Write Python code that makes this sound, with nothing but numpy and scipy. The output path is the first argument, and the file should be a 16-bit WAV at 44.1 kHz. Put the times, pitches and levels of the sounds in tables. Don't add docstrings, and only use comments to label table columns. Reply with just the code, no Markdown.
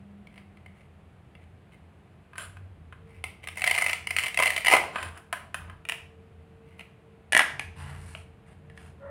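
import sys
import numpy as np
from scipy import signal
from scipy.fft import rfft, irfft, next_fast_len
from scipy.io import wavfile

SR = 44100
rng = np.random.default_rng(int(sys.argv[2]) if len(sys.argv) > 2 else 0)


def dump(signal):
    limited = np.clip(np.atleast_2d(signal).T, -1, 1)
    pcm = np.round(limited * 32767).astype(np.int16)
    wavfile.write(sys.argv[1], SR, pcm)


N = 401310
TIME = np.arange(N) / SR
LEAD = 64
BASS_PER_EDGE = .5


# start in seconds, end in seconds, level of the ordinary snaps in dB, level of the rasp in dB.
STROKES = [(3.555, 3.613, -37, -49), (3.635, 3.925, -29, -45), (4.18, 4.295, -30.5, -40.5),
           (4.373, 4.485, -25, -34), (4.508, 4.618, -38, -49), (4.647, 4.775, -21, -37)]


def gain_of(db):
    return 10 ** (np.asarray(db) / 20)


def evened(x):
    return x / np.sqrt(np.mean(x ** 2) + 1e-20)


def read(points, hz):
    f, value = np.transpose(points)
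    return np.interp(np.log(hz + 1), np.log(f + 1), value)


def level(curve):
    return gain_of(np.interp(TIME, *np.transpose(curve)))


def add(mix, s, sound):
    part = mix[max(round(s * SR) - LEAD, 0):][:len(sound)]
    part += sound[:len(part)]


def coloured(x, spectrum):
    size = next_fast_len(len(x) + 2048)
    hz = abs(np.fft.fftfreq(size, 1 / SR))
    log_gain = np.log(gain_of(read(spectrum, hz)))
    response = np.exp(np.conj(signal.hilbert(log_gain)))
    return np.fft.ifft(np.fft.fft(x, size) * response).real[:len(x)]


def resonant_noise(peaks):
    hz = np.fft.rfftfreq(N, 1 / SR)
    shape = sum(gain_of(db) / (1 + ((hz - f) / width) ** 2) for f, width, db in peaks)
    return evened(np.fft.irfft(rfft(rng.standard_normal(N)) * shape, N))


def ring(modes, crack_db, crack_t60, scatter_db=2, detune=0.012, contact_s=0.0002):
    # frequency in Hz, relative level in dB.
    crack_spectrum = [(30, -51), (120, -20.5), (250, -6.5), (500, -12), (680, -1.5), (1400, -1), (2000, 3),
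                      (2900, 0), (3700, -7.5), (6500, -19.5), (8000, -14.5), (9500, -7.5), (11200, -20.5),
                      (15500, -23)]
    t = np.arange(SR // 6) / SR
    hz, db, t60 = np.transpose(modes)[:, :, None]
    size, shift, sign = rng.standard_normal((3, len(modes), 1))
    decay = gain_of(db + scatter_db * size - 60 * t / t60)
    tones = np.sign(sign) * decay * np.sin(2 * np.pi * hz * (1 + detune * shift) * t)
    burst = rng.standard_normal(len(t)) * gain_of(-60 * t / crack_t60)
    crack = coloured(burst, crack_spectrum)
    return tones.sum(0) * (1 - np.exp(-t / contact_s)) + gain_of(crack_db) * crack


def voiced(sound, length, db, bass_db, treble_db):
    size = next_fast_len(len(sound) + 2 * LEAD)
    hz = np.fft.rfftfreq(size, 1 / SR)
    delayed = rfft(sound, size) * np.exp(-2j * np.pi * hz * LEAD / SR)
    bass = np.interp(hz, [1250, 1750], [1, 0])
    treble = np.interp(hz, [4000, 6000], [0, 1])
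    bands = irfft(delayed * np.array([bass, 1 - bass - treble, treble]), size)
    opening = bands[:, LEAD:LEAD + round(length * SR)]
    strength = np.sqrt(np.mean(opening ** 2, 1) + 1e-20)
    return (gain_of(db + np.array([bass_db, 0, treble_db])) / strength) @ bands


def edged(rows, colour):
    bass_db, treble_db = colour
    return [(*row, bass_db - BASS_PER_EDGE * edge_db, treble_db + edge_db) for *row, edge_db in rows]


def blows(rows, modes, trim_db, crack_db, crack_t60, rebound):
    out = np.zeros(N)
    for s, *strength in rows:
        body = ring(modes, crack_db, crack_t60)
        sound = body.copy()
        for delay_s in rng.uniform(.0006, .0035, 2):
            sound += rebound * np.pad(body, (round(delay_s * SR), 0))[:len(body)]
        add(out, s, voiced(sound, .008, *strength))
    return gain_of(trim_db) * out


def rubs(rows, modes, trim_db, slips_per_s, spread_db, crack_db):
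    out = np.zeros(N)
    for start, end, *strength in rows:
        n = max(round((end - start) * SR), LEAD)
        sound = 0
        for spot in range(4):
            happens = rng.random(n) < slips_per_s / SR
            slips = happens * gain_of(spread_db * np.minimum(rng.exponential(1, n), 3))
            slips = slips * rng.choice([-1, 1], n) * signal.windows.cosine(n)
            sound = sound + signal.fftconvolve(slips, ring(modes, crack_db, 0.018))
        add(out, start, voiced(sound, n / SR, *strength))
    return gain_of(trim_db) * out


def drones(waver_hz=1.3, flutter=0.61):
    # start in seconds, end in seconds, centre frequency in Hz, rms level in dB before the flutter.
    drone_rows = [(-.2, 0.5, 200, -51.5), (0.399, 1.22, 198, -60.5), (2.3, 3.24, 94.3, -50.5),
                  (2.8, 12, 452.2, -64), (7.45, 8.3, 141.7, -51.5), (8.45, 9, 146, -54)]
    out = np.zeros(N)
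    knots = np.linspace(0, TIME[-1], num=90)
    for start, end, hz, db in drone_rows:
        drift, swell = (np.interp(TIME, knots, rng.standard_normal(len(knots))) for _ in range(2))
        fade = np.clip(np.minimum(TIME - start, end - TIME) / 0.2, 0, 1)
        phase = 2 * np.pi * np.cumsum(hz + waver_hz * drift) / SR
        out += gain_of(db) * fade * (1 + flutter * swell) * np.sqrt(2) * np.sin(phase)
    return out


def background(air_db=-56, rumble_db=-0.5):
    # frequency in Hz, relative level in dB.
    air_spectrum = [(15, -52.5), (25, -28), (53, -20), (72, -10), (141, -5.5), (200, -6.5), (229, -16),
                    (451, -17), (489, -20.5), (754, -19.5), (863, -24), (2690, -31), (5730, -51.5),
                    (9570, -46.5), (16000, -63)]
    # time in seconds, level in dB before rumble_db.
    rumble_curve = [(0.0, -54), (2.23, -58), (2.84, -48), (3.35, -54), (4.89, -51.5), (4.94, -56),
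                    (5.04, -42), (5.22, -59), (5.75, -44.5), (5.83, -56.5), (6.82, -53.5), (7.0, -67.5),
                    (7.83, -41), (8.39, -55), (9.1, -46)]
    # frequency in Hz, half-width in Hz, relative level in dB.
    rumble_peaks = [(57.5, 4.3, -7), (84.6, 5.3, 5.5), (152, 46, -13.5)]
    air = gain_of(air_db) * evened(coloured(rng.standard_normal(N), air_spectrum))
    rumble = gain_of(rumble_db) * level(rumble_curve) * resonant_noise(rumble_peaks)
    return air + rumble + drones()


def banana():
    # frequency in Hz, level in dB, t60 in seconds.
    shell_modes = [(475, -20.5, 0.039), (650, -7.5, 0.027), (744, -7, 0.035), (1002, -9.5, 0.041),
                   (1255, -12.5, 0.046), (2080, 4, 0.026), (2278, 0, .022), (2640, 1.5, 0.0098),
                   (3000, -7.5, 0.026), (4163, -18, 0.023), (4785, -23, 0.022), (9100, -17.5, .012)]
    # time in seconds, level in dB.
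    tick_rows = [(0.271, -51), (0.378, -49), (0.571, -57), (0.661, -49), (1.352, -53), (1.724, -65)]
    # start in seconds, end in seconds, level in dB.
    finger_rows = [(0.315, 0.43, -61.5), (0.726, 0.874, -67), (1.388, 1.463, -68), (1.716, 1.764, -60.5),
                   (3.047, 3.223, -63.5), (3.424, 3.461, -46.5), (6.619, 6.8, -68), (6.775, 6.829, -53)]
    tick_colour, finger_colour, rasp_colour = (-8, -18.5), (-8, -13.5), (-7.5, -8.5)
    ticks = [(*row, *tick_colour) for row in tick_rows]
    fingers = [(*row, *finger_colour) for row in finger_rows]
    rasps = [(start, end, db, *rasp_colour) for start, end, _, db in STROKES]
    friction = rubs(rasps + fingers, shell_modes, trim_db=-1.5, slips_per_s=150, spread_db=4.5, crack_db=8.0)
    snaps = blows(ticks + tearing(), shell_modes, trim_db=0.5, crack_db=2.5, crack_t60=0.023, rebound=0.44)
    return friction + snaps


def tearing():
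    # time in seconds, level in dB.
    loud_snaps = [(3.24, -31), (3.473, -36), (3.486, -37), (3.619, -26.5), (3.641, -22.5), (3.675, -19),
                  (3.711, -19.5), (3.778, -24), (3.821, -20.5), (3.863, -23.5), (3.895, -25.5),
                  (3.931, -24.5), (4.071, -28), (4.107, -25.5), (4.165, -22.5), (4.186, -22), (4.236, -27),
                  (4.344, -32.5), (4.374, -21.5), (4.389, -23), (4.399, -23), (4.424, -20), (4.434, -20.5),
                  (4.458, -21), (4.476, -24.5), (4.504, -24), (4.564, -25.5), (4.578, -26.5), (4.668, -19),
                  (4.6824, -16), (4.7, -25.5), (4.7205, -19), (4.727, -17.5), (4.7365, -14), (4.75, -22)]
    # time in seconds, bass of the snaps in dB against the middle.
    press_curve = [(3.24, -9), (3.7, -12.5), (3.85, -11.5), (4.2, -16.5), (4.372, -14), (4.398, 0),
                   (4.46, -14.5), (4.67, -12), (4.745, -0.5)]
    gap_s, jitter, spread_db = .013, .35, 2.5
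    ease_db = 8
    hold_s = .006
    treble_db, treble_per_db, typical_db = -11, 0.16, -25.5
    hooks = list(loud_snaps)
    for start, end, db, _ in STROKES:
        chance = rng.standard_normal(size=(40, 2))
        for due, (late, strong) in zip(np.arange(start, end, gap_s), chance):
            s = due + gap_s * jitter * late
            if min(abs(s - loud) for loud, _ in loud_snaps) > hold_s:
                ease = ease_db * (2 * (due - start) / (end - start) - 1) ** 4
                hooks.append((s, db + spread_db * strong - ease))
    return [(s, db, np.interp(s, *np.transpose(press_curve)), treble_db - treble_per_db * (db - typical_db))
            for s, db in hooks]


def knife():
    # time in seconds, level in dB, edge in dB.
    knock_rows = [(2.333, -52, -5), (2.356, -48, -1), (2.381, -36.5, 9.5), (2.569, -52, -3),
                  (2.925, -49, -6), (4.839, -41, -8), (4.958, -30.5, -6.5), (4.984, -36, -5),
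                  (5.028, -35, 4.5), (5.086, -46, 3), (5.175, -48.5, 9), (5.3275, -28, 4.5),
                  (5.3305, -38, -11), (5.544, -30.5, 4.5), (5.698, -46, -3)]
    # start in seconds, end in seconds, level in dB, edge in dB.
    slide_rows = [(2.36, 2.47, -47, 5.5), (4.91, 5.1, -45, -1.5), (5.13, 5.21, -56.5, -3),
                  (5.54, 5.78, -65, -12)]
    # frequency in Hz, level in dB, t60 in seconds.
    knife_modes = [(677, -7.5, 0.032), (1031, -5.5, 0.054), (1237, -4, 0.042), (1537, -3.5, 0.06),
                   (1620, -4.5, 0.067), (1780, -5, 0.022), (2016, -5.5, .04), (2350, -12, 0.0315),
                   (2532, -4.5, 0.05), (3030, -7, 0.033), (9830, -13.5, 0.032)]
    # frequency in Hz, level in dB, t60 in seconds.
    blade_modes = [(7500, 2, 0.033), (9650, 6, 0.05), (12100, -19, .06)]
    knocks = blows(edged(knock_rows, (-0.29, -12.5)), knife_modes,
                   trim_db=-1, crack_db=4.5, crack_t60=0.038, rebound=0.19)
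    slides = rubs(edged(slide_rows, (2.2, -6.5)), knife_modes + blade_modes,
                  trim_db=-3.0, slips_per_s=240, spread_db=0, crack_db=18)
    return knocks + slides


def halves():
    # time in seconds, level in dB, edge in dB.
    clack_rows = [(5.852, -40.5, -2), (5.888, -30, 4), (5.896, -26, 3), (5.921, -28.5, -0.5),
                  (6.794, -43, -2), (6.809, -45.5, -3), (8.15, -38, -13)]
    # frequency in Hz, level in dB, t60 in seconds.
    half_modes = [(670, -10, 0.05), (1320, -12, 0.051), (1943, -7, 0.03), (2440, 10, 0.017),
                  (2840, 10, 0.018), (3140, -5.5, 0.024), (10150, -11, 0.014)]
    return blows(edged(clack_rows, (-11.5, -13.5)), half_modes,
                 trim_db=-1.0, crack_db=12.5, crack_t60=0.016, rebound=0.26)


def basket():
    # time in seconds, level in dB, edge in dB.
    drop_rows = [(7.3225, -25, 8), (7.331, -20.5, 0.5), (7.3495, -16.5, 0.5), (7.366, -14.5, -2.5),
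                 (7.3755, -22.5, 10.5), (7.393, -14.5, -2.5), (7.4055, -23.5, -18.5), (7.418, -24.5, -3.5),
                 (7.595, -29, 0.5), (8.699, -54.5, -4), (8.776, -47.5, -0.5)]
    # start in seconds, end in seconds, level in dB, edge in dB.
    drag_rows = [(7.75, 7.87, -49.5, -0.5), (7.8, 8.02, -51, -2), (7.93, 8.25, -56.5, 5),
                 (8.45, 8.56, -62.5, -1.5), (8.74, 8.93, -59, 0)]
    # frequency in Hz, level in dB, t60 in seconds.
    basket_modes = [(653.5, -16, 0.073), (798, -13.5, 0.027), (993, -17, 0.034), (1440, -12, 0.018),
                    (1674, -11, 0.17), (1738, -5, 0.051), (1780, 4.5, 0.012), (1960, -2.5, .035),
                    (2258, -11, 0.06), (2840, -10, 0.041), (3370, -15.5, .03), (9560, -13.5, 0.0076)]
    # frequency in Hz, half-width in Hz, relative level in dB.
    squeal_peaks = [(560, 23, 5), (1030, 140, -13.5), (1400, 51, -11), (1826, 130, -18)]
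    # time in seconds, level in dB.
    squeal_curve = [(9.0, -60), (9.035, -47), (9.065, -44.5), (9.1, -45)]
    drops = blows(edged(drop_rows, (-10, -13)), basket_modes,
                  trim_db=0.5, crack_db=8.5, crack_t60=0.016, rebound=.2)
    drag = rubs(edged(drag_rows, (1.4, -5)), basket_modes,
                trim_db=-6, slips_per_s=270, spread_db=2.5, crack_db=19)
    squeal = level(squeal_curve) * (TIME > squeal_curve[0][0]) * resonant_noise(squeal_peaks)
    softened = signal.sosfilt(signal.butter(4, 12200, fs=SR, output="sos"), drops + drag)
    return softened + squeal


def room(x, tail_db=-7.0, build_s=0.0013, delay_s=.009):
    # frequency in Hz, t60 in seconds.
    room_t60 = [(200, 0.97), (700, 0.5), (1800, 0.39), (3000, 0.4), (6000, 0.44), (10000, 0.3),
                (15000, .28)]
    hop = 128
    frames = dict(nperseg=896, noverlap=896 - hop)
    hz, _, z = signal.stft(x, SR, **frames)
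    ripple_hz = 25 + 600 * (hz[:, None] / 10000) ** 2
    mixing = np.exp(-.5 * ((hz[:, None] - hz) / ripple_hz) ** 2)
    power = mixing / mixing.sum(1, keepdims=True) @ abs(z) ** 2
    t = np.arange(1, SR * 3 // 4, step=hop) / SR
    decay = (1 - np.exp(-t / build_s)) * gain_of(-60 * t / read(room_t60, hz)[:, None]) ** 2
    stored = signal.fftconvolve(power, decay / decay.sum(1, keepdims=True), axes=1)
    stored = abs(stored)[:, :z.shape[1]]
    field = signal.stft(rng.standard_normal(N), SR, **frames)[2]
    tail = signal.istft(field * np.sqrt(stored / np.mean(abs(field) ** 2)), SR, **frames)[1]
    return x + gain_of(tail_db) * np.pad(tail, (round(delay_s * SR), 0))[:N]


def scene(lowest_hz=150):
    toys = banana() + knife() + halves() + basket()
    toys = signal.sosfilt(signal.butter(2, lowest_hz, "high", fs=SR, output="sos"), toys)
    return (room(toys) + background())[None]


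def record(dry, edge_hz=15900):
    rounded = dry / (1 + (dry / .95) ** 6) ** (1 / 6)
    lowpass = signal.firwin(511, edge_hz, window=("kaiser", 9), fs=SR)
    return signal.oaconvolve(rounded, lowpass[None], "same")


dry = scene()
out = record(dry)
dump(out)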